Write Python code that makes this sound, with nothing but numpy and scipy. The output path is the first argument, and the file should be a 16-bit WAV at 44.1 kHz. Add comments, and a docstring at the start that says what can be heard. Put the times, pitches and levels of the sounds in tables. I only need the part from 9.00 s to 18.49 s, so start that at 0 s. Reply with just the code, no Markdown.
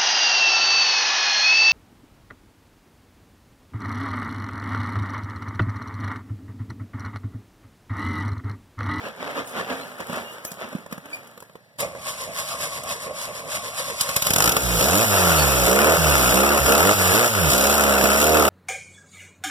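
"""A stalled buggy rolls back over gravel, then starts, in front of a pair of microphone ports.
Tyres are filtered grains and hiss; knocks are decaying tones and noise; squeaks are wavering tones.
The starter is tooth grains through resonances, over a brush whirr. Single pops crack and bark as the
engine catches; then firing-rate orders and pulsed noise follow the throttle as the driver blips it and
holds it open to pull away. Woods hiss steadily behind, and trees return a short soft echo."""
import sys
import numpy as np
from scipy import signal
from scipy.io import wavfile
from scipy.ndimage import uniform_filter1d

SR = 44100
rng = np.random.default_rng(int(sys.argv[2]) if len(sys.argv) > 2 else 0)


def decibels_to_gain(level_db):
    """Convert a level in decibels to a linear amplitude gain (20 dB per decade)."""
    exponent = np.asarray(level_db, float) / 20
    return 10 ** exponent


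def wrap_up_sound(samples):
    """Save the sound to the file named by the first command line argument, as 16-bit audio."""
    columns = np.atleast_2d(samples).T
    # keep every value between -1 and 1, then stretch to whole-number steps
    tamed = np.clip(columns, -1, 1)
    steps = np.round(tamed * 32767).astype(np.int16)
    wavfile.write(sys.argv[1], SR, steps)


N = 418509
T = np.arange(N) / SR

# Levels in the tables are relative: filters, fixed gains and the ports shape them further.
# tyres rolling on gravel, base level: t/s, crunch level/dB, bright grit level/dB
ROLL = [(0, -36.5, -64), (.25, -55, -61), (.5, -40, -56), (.8, -34, -48), (.97, -45.5, -51.5),
        (1.25, -39, -49), (1.56, -45.5, -65), (1.75, -39, -52), (1.9, -57, -67), (2.15, -42.5, -58),
        (2.45, -57, -62), (2.77, -68, -75)]
# wheel breaking through loose stones: t/s, hold/s, level/dB
STONE_CRUNCHES = [(.065, 0.016, -31), (.26, 0.099, -32.5), (.38, 0.018, -26.5), (.585, 0.024, -26),
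                  (.715, 0.018, -27.5), (1.01, 0.0063, -33), (1.11, 0.016, -34), (1.165, 0.032, -27.5),
                  (1.63, 0.026, -33.5), (1.93, 0.0043, -40.5), (1.98, 0.0088, -58), (2.06, .02, -47)]
# grit sliding and spraying: t/s, hold/s, level/dB
GRIT_SPRAYS = [(.485, .01, -41.5), (1.1, .03, -46), (1.33, .02, -45), (1.46, 0.014, -45), (1.53, .02, -46),
               (1.93, .005, -53), (1.98, .01, -64), (2.06, .005, -65), (2.14, 0.012, -45)]
# slopes of those swells: rise/(dB/s), fall/(dB/s)
CRUNCH_SLOPES = (292, 254)
SPRAY_SLOPES = (400, 250)
# spectrum of crunching stones, also of the knocks' puff: f/Hz, density level/dB
CRUNCH_SPECTRUM = [(30, -87), (60, -20.5), (120, -12), (200, -9.5), (370, -7), (560, 0.5), (850, -7),
                   (1200, -5), (1900, -6.5), (2900, -12.5), (4500, -20), (7000, -28), (10000, -32.5),
                   (13000, -32.5), (15500, -45)]
# spectrum of bright grit, also of the knocks' tick: f/Hz, density level/dB
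GRIT_SPECTRUM = [(1500, -2), (3000, -5), (6000, 0), (11000, 2.5), (16000, -5)]
# steady hiss of the woods: f/Hz, density level/dB
WOODS_SPECTRUM = [(30, -22), (60, -17), (120, 9.5), (200, 3), (370, -12), (560, 5), (850, -3), (1200, -18),
                  (1900, 1), (2900, -14), (4500, -9), (7000, -25), (10000, -20.5), (13000, -21),
                  (15500, -28)]
# brakes and joints squeaking: t/s, length/s, central f/Hz, level/dB, fall per overtone/dB
SQUEAKS = [(.27, .03, 8500, -53, 20), (0.448, .07, 8650, -42, 20), (.76, .06, 8500, -46, 22),
           (1.234, 0.11, 2840, -40, 30), (1.443, 0.054, 6130, -44, -9), (.8, 0.044, 4180, -43, 30),
           (1.47, 0.045, 2470, -43, 30), (2.126, 0.029, 2410, -26, 13)]
# squeak from the other side of the ports: same columns
FAR_SQUEAK = [(6.37, 0.071, 4503, -27.5, 12)]
# frame and stones knocking: t/s, thump level/dB, body level/dB, tick level/dB
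KNOCKS = [(1.003, -42, -26, -46), (1.097, -26, -27, -49), (1.129, -33, -27, -44), (1.449, -44, -35, -32),
          (1.516, -34, -39, -37.5), (1.602, -52, -47, -50), (1.728, -37, -34, -55), (1.75, -18, -37, -56),
          (1.862, -45, -33.5, -53), (1.912, -48, -35, -53), (1.925, -27, -27.5, -39.5),
          (1.979, -32, -34.5, -49), (2.057, -51, -38, -51), (2.272, -53, -55, -52), (2.376, -44, -36, -52),
          (2.403, -60, -42, -48), (2.424, -54, -37, -52), (2.496, -55, -45, -70), (2.554, -48, -35.5, -59),
          (2.759, -68, -58, -69), (2.786, -53, -42, -42), (2.805, -50, -37, -29), (2.95, -54, -35, -58),
          (3.835, -43, -49, -37.5), (9.038, -17, -18, -22)]
# frame modes, each knock detuning them: nominal f/Hz, level/dB, time to fall 60 dB/s
FRAME_MODES = [(215, 0, .02), (560, -1, .035), (1150, -3, .03), (1900, -6, .025)]
# starter between surges: t/s, growl level/dB, whirr level/dB
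CRANK = [(2.79, -49, -58), (3.05, -43.5, -50), (4.5, -42.5, -56.5), (5.3, -44, -33)]
# gears growling as they load up: t/s, hold/s, level/dB
GROWLS = [(2.835, 0.029, -28), (2.96, 0.018, -37), (3.095, 0.033, -40.5), (3.22, 0.04, -42),
          (3.295, 0.033, -36), (3.4, 0.027, -38), (3.54, 0.02, -35.5), (3.64, 0.062, -36),
          (3.785, 0.035, -39), (3.895, 0.068, -35.5), (4.09, 0.046, -35), (4.18, 0.032, -44),
          (4.295, 0.024, -36), (4.385, 0.029, -42), (4.465, .03, -37), (4.57, 0.017, -33.5),
          (4.67, 0.026, -38), (4.81, 0.026, -37), (4.91, 0.035, -35.5), (5.1, .02, -34.5),
          (5.165, .01, -34.5), (5.278, 0.012, -37)]
# whirr surging as each compression is passed: t/s, hold/s, level/dB
WHIRRS = [(2.81, 0.0073, -33), (3.09, 0.017, -33.5), (3.22, .04, -38.5), (3.397, .01, -30.5),
          (3.51, 0.038, -35), (3.635, 0.027, -32.5), (3.75, 0.053, -38), (3.915, 0.019, -33.5),
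          (4.035, .02, -39), (4.22, 0.063, -36), (4.375, 0.03, -39.5), (4.545, 0.032, -32.5),
          (4.665, 0.04, -38.5), (4.795, 0.012, -31), (4.88, 0.045, -37), (5.02, .01, -30),
          (5.1, 0.016, -36.5), (5.166, .01, -39)]
# slopes of those surges: rise/(dB/s), fall/(dB/s)
GROWL_SLOPES = (252, 249)
WHIRR_SLOPES = (247, 268)
# starter housing resonances, which waver a little: central f/Hz, width/Hz, level/dB
HOUSING_MODES = [(1089, 156, -2), (2090, 610, -2)]
# spectrum of the brush whirr: f/Hz, density level/dB
WHIRR_SPECTRUM = [(200, -48), (450, -26), (800, -7), (1500, -4), (2900, -5), (4500, -3.5), (7000, -5.5),
                  (10000, -4.5), (13000, -11), (16000, -24)]
# single pops, some in close groups: t/s, crack level/dB, bark level/dB
POPS = [(5.01, -1.5, -30), (5.0906, -12, -31), (5.1637, -1, -24), (5.222, -4.5, -27.5), (5.5196, -4.5, -28),
        (5.5665, -4.5, -19), (5.8097, -5, -22), (5.8264, -24, -31), (5.8424, -9, -32), (5.8574, -14, -31),
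        (8.503, -7.5, -31)]
# engine speed: t/s, firing rate/(1/s)
SPEED = [(5.25, 30.7), (5.43, 58), (5.57, 66), (5.65, 62.5), (5.8, 54), (5.85, 66.5), (6.02, 117),
         (6.11, 100.4), (6.43, 73), (6.66, 58.5), (6.965, 85), (7.04, 78.5), (7.24, 61.5), (7.32, 61.6),
         (7.46, 69.5), (7.56, 72.7), (7.68, 64.6), (7.76, 70), (7.87, 97.5), (7.94, 108), (8.0, 93.5),
         (8.11, 91.1), (8.2, 120), (8.28, 120), (8.39, 94), (8.52, 62), (8.74, 73), (8.82, 71), (9.04, 66),
         (9.14, 69.6), (9.3, 78.5), (9.4, 76), (9.49, 68)]
# throttle blips, overlapping rows add up: open t/s, shut t/s, opening (fraction)
BLIPS = [(5.8, 6.045, 1), (6.67, 6.97, 1), (7.33, 7.595, 1), (7.68, 7.935, 1), (8.13, 8.285, 1),
         (8.51, 9.6, .95), (9.22, 9.6, .5)]
# running engine before the throttle's effect: t/s, roar level/dB, clatter level/dB
LOUDNESS = [(5.25, -36, -31), (5.45, -23.5, -39), (5.63, -29.5, -28.5), (5.78, -25, -26.5),
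            (5.9, -23, -24.5), (6.25, -19, -23.5), (6.6, -23, -25), (6.85, -19, -26), (7.25, -20.5, -23),
            (7.5, -20.5, -27.5), (7.75, -19.5, -24.5), (8.1, -19.5, -23.5), (8.4, -22.5, -27.5),
            (8.6, -22.5, -23), (8.9, -21, -27.5), (9.25, -22, -25), (9.41, -20, -26.5), (9.49, -23, -28.5)]
# firing orders 1 to 3, by their frequency: f/Hz, level/dB throttle shut, level/dB throttle open
LOW_ORDERS = [(35, -53, -50), (57, -27.5, -33.5), (76, -27.5, -33), (95, -28, -31), (118, -36, -34),
              (130, -29.5, -44), (166, -25, -34), (190, -32.5, -26.5), (219.2, -33.5, -29), (256, -50, -42),
              (290, -36, -25.5), (340, -43, -32)]
# exhaust pipe response to higher orders: f/Hz, level per order/dB
PIPE_RESPONSE = [(250, -5), (330, -3), (400, -1), (500, 2), (620, 1), (720, -1), (800, -7), (1050, -11),
                 (1380, -6), (1600, -16)]
# sharp front of each firing: f/Hz, density level/dB
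RAP_SPECTRUM = [(400, -23), (1300, 4), (2600, -7), (5000, -25), (14000, 2)]
# exhaust roar and bark: f/Hz, density level/dB
ROAR_SPECTRUM = [(40, -24), (120, -15), (250, -13), (400, -10), (500, -4), (620, 0), (800, -6), (1050, -6),
                 (1380, 0), (1600, -6), (2000, -5), (2750, -7), (3200, -20), (6000, -40)]
# engine clatter and pop crack: f/Hz, density level/dB
CLATTER_SPECTRUM = [(800, -29), (2500, -4), (4500, -2.5), (7000, -1.5), (10000, -2.5), (13000, -1),
                    (16000, -13)]
# phase between the ports before it is leaned: f/Hz, lead of right/turns
PORT_LEAD = [(0, 0), (250, .06), (350, .15), (400, -.15), (600, 0), (750, .05), (1050, 0), (1500, .23),
             (1950, .48), (2186, .5), (8700, 3.5), (9250, 3.68), (9750, 4.2), (10500, 4.1), (10700, 3.75),
             (11700, 3.5), (12500, 3.05), (15500, 1.5), (22050, 1.5)]
# balance of the ports: f/Hz, left over right level/dB
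PORT_TILT = [(60, -6.2), (130, -6.2), (210, -3.5), (300, -7.5), (380, -12.5), (480, -4.5), (700, -1.5),
             (850, -5.5), (1300, 5.5), (1750, 5), (2000, 0), (2400, 0), (3000, -3), (4100, 0), (4600, 0),
             (5000, 2), (6500, 0), (9000, 1), (11500, -2), (13400, 0)]
# phase scatter at each port: f/Hz, scatter in line/rad, scatter added when across/rad
PORT_BLUR = [(100, .2, 0), (320, .35, 0), (380, .8, 0), (450, .25, 0), (600, .15, .2), (1100, .1, .35),
             (2000, .05, .45), (3000, .07, .9), (4400, .05, .9), (6600, .08, 1.1), (9500, .3, 1.4),
             (15000, .2, 1.0)]
# extra random phase at each port above 1.5 kHz, opposite in sign left and right,
# large at first and small once the engine runs: t/s, added/rad
EXTRA_PHASE = [(0, 0.29), (1.2, 0.16), (2.8, 0.14), (5.1, 0.081), (5.5, 0.022)]
# what the microphone passes: lower f/Hz, upper f/Hz
MIC_BAND = [52, 16150]


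def evened(x):
    """Scales to rms 1."""
    return x / np.sqrt(np.mean(x ** 2) + 1e-20)


def read(points, hz, axis=1):
    """Reads a column of a spectrum on a log-frequency axis."""
    table = np.transpose(points)
    return np.interp(np.log(hz + 1), np.log(table[0] + 1), table[axis])


def columns(rows):
    """Curves at sample rate, after a softly edged switch that is on while they run."""
    s, *values = np.transpose(rows)
    on = uniform_filter1d(1. * (T >= s[0]) * (T <= s[-1]), size=400)
    return on, *(np.interp(T, s, v) for v in values)


def add(mix, s, sound):
    """Mixes a sound in at time s."""
    part = mix[round(s * SR):][:len(sound)]
    part += sound[:len(part)]


def colour(x, points):
    """Minimum-phase filter of energy 1 with the shape of the given spectrum."""
    log_gain = np.log(decibels_to_gain(read(points, abs(np.fft.fftfreq(4096, 1 / SR)))))
    taps = np.fft.ifft(np.exp(np.conj(signal.hilbert(log_gain)))).real[:2048]
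    return signal.oaconvolve(x, taps / np.linalg.norm(taps))[:len(x)]


def resonate(x, hz, width):
    """Moving resonance: shifts the curve hz down to zero, smooths, and shifts back."""
    turn = np.exp(2j * np.pi * np.cumsum(hz * np.ones(len(x))) / SR)
    r = np.exp(-np.pi * width / SR)
    return 2 * (turn * signal.lfilter([1 - r], [1, -r], x / turn)).real


def narrow(x, hz, width):
    """A steep resonance, two in a row, at rms 1."""
    return evened(resonate(resonate(x, hz, width), hz, width))


def grains(spread_db, per_s, hiss):
    """Random clicks, a few large, over a share of even hiss; rms 1."""
    size = decibels_to_gain(spread_db * np.minimum(rng.exponential(1, N), 5)) * (rng.random(N) < per_s / SR)
    clicks = evened(size * rng.standard_normal(N))
    return evened(clicks + hiss * rng.standard_normal(N))


def burst(t60):
    """Noise that rises within 1.6 ms and dies away by 60 dB in t60 seconds."""
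    t = T[:6000]
    return rng.standard_normal(len(t)) * decibels_to_gain(-60 * t / t60) * np.minimum(t / 0.0016, 1)


def wander(per_s):
    """Slow chance: normal random points, per_s a second, joined by straight lines."""
    steps = np.arange(0, T[-1] + 1, 1 / per_s)
    return np.interp(T, steps, rng.standard_normal(len(steps)))


def humps(rows, floor_db, slopes):
    """Level in dB: each row rises, holds and falls out of a floor, powers adding."""
    rise, fall = slopes
    power = decibels_to_gain(floor_db) ** 2
    for s, hold, db in rows:
        early = np.maximum(s - hold / 2 - T, 0)
        late = np.maximum(T - s - hold / 2, 0)
        power = power + decibels_to_gain(db - rise * early - fall * late) ** 2
    return 10 * np.log10(power)


def bumps(times, width):
    """Sum of smooth bumps, each of height 1."""
    return sum(np.exp(-((T - s) / width) ** 2) for s in times)


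def woods():
    """Steady noise with the spectrum of the woods."""
    return decibels_to_gain(-57) * colour(rng.standard_normal(N), WOODS_SPECTRUM)


def tyres():
    """Stones crack and slide under the tread while the floor pan hums along with the crunch."""
    on, roll_db, fine_db = columns(ROLL)
    crunch_db = humps(STONE_CRUNCHES, roll_db, CRUNCH_SLOPES)
    spray_db = humps(GRIT_SPRAYS, fine_db, SPRAY_SLOPES)
    grit_level = decibels_to_gain(spray_db) + decibels_to_gain(crunch_db - 22)  # each crunch carries some grit
    stones = grains(spread_db=3.3, per_s=4500, hiss=0.8)
    crunch = colour(decibels_to_gain(crunch_db) * stones, CRUNCH_SPECTRUM)
    pan_level = decibels_to_gain(crunch_db - 14 + 4 * wander(8))
    pan = pan_level * narrow(stones, 260 * (1 + .13 * wander(7)), width=45)
    grit = colour(grit_level * grains(spread_db=5., per_s=6000, hiss=.7), GRIT_SPECTRUM)
    return on * (crunch + pan + grit)


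def trees(x):
    """Echo as a short diffuse tail: decaying noise that begins after 8 ms."""
    t = T[:12000]
    tail = rng.standard_normal(12000) * decibels_to_gain(-60 * t / 0.36) * (t > .008)
    return decibels_to_gain(-14) * signal.oaconvolve(x, tail / np.linalg.norm(tail))[:N]


def squeaks(rows):
    """Stick-slip tones with overtones that rise at first and waver."""
    out = np.zeros(N)
    for s, length, hz, db, fall_db in rows:
        t = T[:round(length * SR)]
        waver = evened(uniform_filter1d(rng.standard_normal(len(t)), 150))
        turns = np.cumsum(hz * (1 - .06 * np.exp(-t / .008) + .008 * waver)) / SR
        tone = np.zeros(len(t))
        for k in range(1, 7):
            if k * hz < SR / 3:
                tone += decibels_to_gain(-fall_db * (k - 1)) * np.sin(2 * np.pi * k * turns)
        add(out, s, decibels_to_gain(db) * tone * signal.windows.tukey(len(t), .5))
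    return out


def knocks():
    """A low push, the ringing frame and a bright tick."""
    out, t = np.zeros(N), T[:6000]
    for s, thump_db, body_db, tick_db in KNOCKS:
        ring = []
        for hz, db, t60 in FRAME_MODES:
            detune = rng.uniform(0.81, 1.06)
            ring.append(decibels_to_gain(db - 60 * t / t60) * np.sin(2 * np.pi * hz * detune * t))
        push = 142 * np.gradient(ring[0] * t / 0.0041)  # a slope, so no lasting pressure
        puff = colour(burst(.03), CRUNCH_SPECTRUM)
        tick = colour(burst(.03), GRIT_SPECTRUM)
        add(out, s, decibels_to_gain(thump_db) * push)
        add(out, s, 0.98 * decibels_to_gain(body_db) * (sum(ring[1:]) + 1.1 * puff))
        add(out, s, 4.5 * decibels_to_gain(tick_db) * tick)
    return out


def starter():
    """Uneven tooth blows give a rough whine that sags at each compression; the brushes whirr."""
    on, idle_db, brush_db = columns(CRANK)
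    growl_db = humps(GROWLS, idle_db, GROWL_SLOPES)
    whirr_db = humps(WHIRRS, brush_db, WHIRR_SLOPES)
    whine_hz = 599 - 2.5 * (growl_db - idle_db)  # sags as the gears growl
    teeth = grains(spread_db=1.5, per_s=1500, hiss=1.0)
    waver = 1 + .06 * wander(25)
    growl = narrow(teeth, whine_hz * waver, width=188)
    # the housing rings with growl and whirr together
    ring = sum(decibels_to_gain(db) * narrow(teeth, hz * np.sqrt(waver), width) for hz, width, db in HOUSING_MODES)
    housing = decibels_to_gain(.5 * (growl_db + whirr_db) + 1) * ring
    # air pushed out by the unfired cylinders
    chug = decibels_to_gain(-10) * narrow(rng.standard_normal(N), 123, width=197)
    whirr = colour(grains(spread_db=1.5, per_s=6000, hiss=0.58), WHIRR_SPECTRUM)
    return on * (0.89 * decibels_to_gain(growl_db) * (growl + chug) + housing + 1.86 * decibels_to_gain(whirr_db) * whirr)


def catching():
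    """A run of pops whose gaps close up as the engine catches, every other bark weaker."""
    first_gap_s, last_gap_s, shrink = .0376, .0166, .65
    gaps = last_gap_s + (first_gap_s - last_gap_s) * shrink ** np.arange(11)
    times = 5.2676 + np.cumsum(gaps) - gaps
    return [(s, -2.5, -20 - 4 * (n % 2 == 0)) for n, s in enumerate(times)]


def pops():
    """Each pop is a sharp crack and a bark from the pipe, with a low push."""
    out, t = np.zeros(N), T[:3000]
    for s, crack_db, bark_db in POPS + catching():
        crack = colour(burst(.04), CLATTER_SPECTRUM)
        bark = colour(burst(.033), ROAR_SPECTRUM)
        push = decibels_to_gain(bark_db + 5 - 60 * t / 0.023) * np.sin(2 * np.pi * 154 * t)
        add(out, s, push)
        add(out, s - .001, .5 * decibels_to_gain(crack_db) * crack + 2.5 * decibels_to_gain(bark_db) * bark)
    return out


def controls():
    """Throttle opening, and the roar and clatter levels that answer it."""
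    opens, shuts, _ = np.transpose(BLIPS)
    pedal = sum(size * (T > a) * (T < b) for a, b, size in BLIPS)
    throttle = uniform_filter1d(pedal, size=round(.025 * SR))
    shut = bumps(shuts + 0.031, width=0.031)  # both levels sink just after it shuts
    bite = bumps(opens + .01, width=0.036)  # clatter jumps as it opens
    gulp = bumps(opens + 0.075, width=0.036)  # then both sink briefly
    _, roar_db, clatter_db = columns(LOUDNESS)
    return throttle, roar_db - 4.5 * shut - gulp, clatter_db - 2 * shut + 2.5 * bite - gulp


def low_orders(hz, turns, load):
    """Orders 1 to 3: suction and exhaust push in opposite senses, so they dip as the throttle moves."""
    low = np.zeros(N)
    for k in range(1, 4):
        shut_db = read(LOW_ORDERS, k * hz) - 3.5 * (k > 2)  # third is weaker on a shut throttle
        open_db = read(LOW_ORDERS, k * hz, axis=2)
        push = (1 - load) * decibels_to_gain(shut_db) - load * decibels_to_gain(open_db)
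        low += push * decibels_to_gain(1.5 * wander(12)) * np.sqrt(2) * np.cos(2 * np.pi * k * turns + k)
    return low * decibels_to_gain(-14 * np.clip((5.64 - T) / 0.029, 0, 1))  # weaker until every cylinder fires


def pipe_orders(hz, turns, run):
    """Higher orders through the pipe; unequal cylinders leave weak half orders between whole ones."""
    pipe = np.zeros(N)
    for k in range(7, 46):  # k counts half orders
        swell_db = 2.5 * wander(10)[run]
        drift = .0013 * k * k * wander(25)[run]  # uneven burning roughens high orders most
        level = (1 if k % 2 == 0 else .24) * decibels_to_gain(read(PIPE_RESPONSE, k * hz[run] / 2) + swell_db)
        pipe[run] += level * np.cos(np.pi * k * turns[run] - .19 * k * k + drift)
    return pipe


def engine():
    """Orders of the firing rate, sharp raps, and noise puffed out at each firing."""
    on, hz = columns(SPEED)
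    throttle, roar_db, clatter_db = controls()
    run = slice(round(SPEED[0][0] * SR), N)
    load = np.minimum(throttle, 1)
    turns = np.cumsum(hz * on) / SR  # one turn per firing
    low = low_orders(hz, turns, load)
    tonal = decibels_to_gain(roar_db - 12 + 5 * throttle) * pipe_orders(hz, turns, run)
    # no two firings alike, every other one softer
    chance = decibels_to_gain(1.504 * rng.standard_normal(2000))[turns.astype(int)]
    strength = chance * decibels_to_gain(2 - 4 * (turns % 2 >= 1))
    fires = np.diff(np.floor(turns), prepend=0)
    raps = evened(fires[run] * strength[run] * rng.uniform(-1.84, 1, N)[run])
    raps = np.r_[np.zeros(run.start), raps]
    rap = colour(decibels_to_gain(roar_db - 16) * load * raps, RAP_SPECTRUM)
    puff = strength * np.exp(-(turns % 1) / 0.44) * 3.26
    depth = .12 + .27 * load  # an open throttle makes each puff stand out
    gate = uniform_filter1d(1 - depth + depth * puff, size=40)
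    roar_grains = grains(spread_db=2.0, per_s=2500, hiss=0.74)
    roar = colour(decibels_to_gain(roar_db) * gate * roar_grains, ROAR_SPECTRUM)
    clatter_grains = grains(spread_db=1.0, per_s=6000, hiss=0.68)
    clatter = colour(decibels_to_gain(clatter_db) * gate * clatter_grains, CLATTER_SPECTRUM)
    return on * (low + tonal + rap + 0.88 * roar + 1.426 * clatter)


def scene():
    """The buggy stands on one side of the ports; one squeak comes from elsewhere and reaches both ports in
    phase."""
    near = tyres() + squeaks(SQUEAKS) + knocks() + starter() + pops() + engine()
    mix = near + trees(near) + woods()
    far = squeaks(FAR_SQUEAK)
    return np.array([mix + far, mix - far])  # opposite sign going in, so the ports' half-turn lead near 4.5 kHz leaves it in phase


def overload(x):
    """Soft overload: peaks near and above .9 are bent over."""
    return x / (1 + (x / .9) ** 4) ** 0.44


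def microphone(x):
    """Passes a limited band: a gentle low edge and a steep high one."""
    x = signal.sosfilt(signal.butter(3, MIC_BAND[0], "high", fs=SR, output="sos"), x)
    taps = signal.firwin(255, MIC_BAND[1], window=("kaiser", 9), fs=SR)
    return signal.oaconvolve(x, taps[None], "same")


def ports(x):
    """Phase, balance and scatter between the two ports differ by frequency."""
    hz, frame_s, z = signal.stft(x, SR, nperseg=1024, noverlap=768)
    lead = 2 * np.pi * np.interp(hz, *np.transpose(PORT_LEAD))
    lead = lead - .35 * np.sin(2 * lead) * (hz > 2186)  # leans to in-phase or opposed higher up
    blur = read(PORT_BLUR, hz) + read(PORT_BLUR, hz, axis=2) * np.sin(lead) ** 2
    extra = np.interp(frame_s, *np.transpose(EXTRA_PHASE))
    blur = blur[:, None] + (hz > 1500)[:, None] * extra
    # chance smoothed over 3 frames, then over 4 frequency bins
    chance = evened(uniform_filter1d(rng.standard_normal(z.shape[:0:-1]), size=3, axis=0)).T
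    chance = evened(uniform_filter1d(chance, size=4, axis=0))
    side = np.array([-.5, .5])[:, None, None]  # left, right
    phase = 2 * side * (.5 * lead[:, None] + blur * chance)
    z = z * np.exp(1j * phase) * decibels_to_gain(-side * read(PORT_TILT, hz)[:, None])
    return signal.istft(z, SR, nperseg=1024, noverlap=768)[1][:, :N]


def band_limit(x):
    """A steep low-pass at the top of the band."""
    return signal.sosfilt(signal.butter(12, 16420, fs=SR, output="sos"), x)


def record(dry):
    """Overload, microphone band and port differences, in that order, finish the mix."""
    mix = ports(microphone(overload(dry)))
    return band_limit(mix)


dry = scene()
out = record(dry)
wrap_up_sound(out)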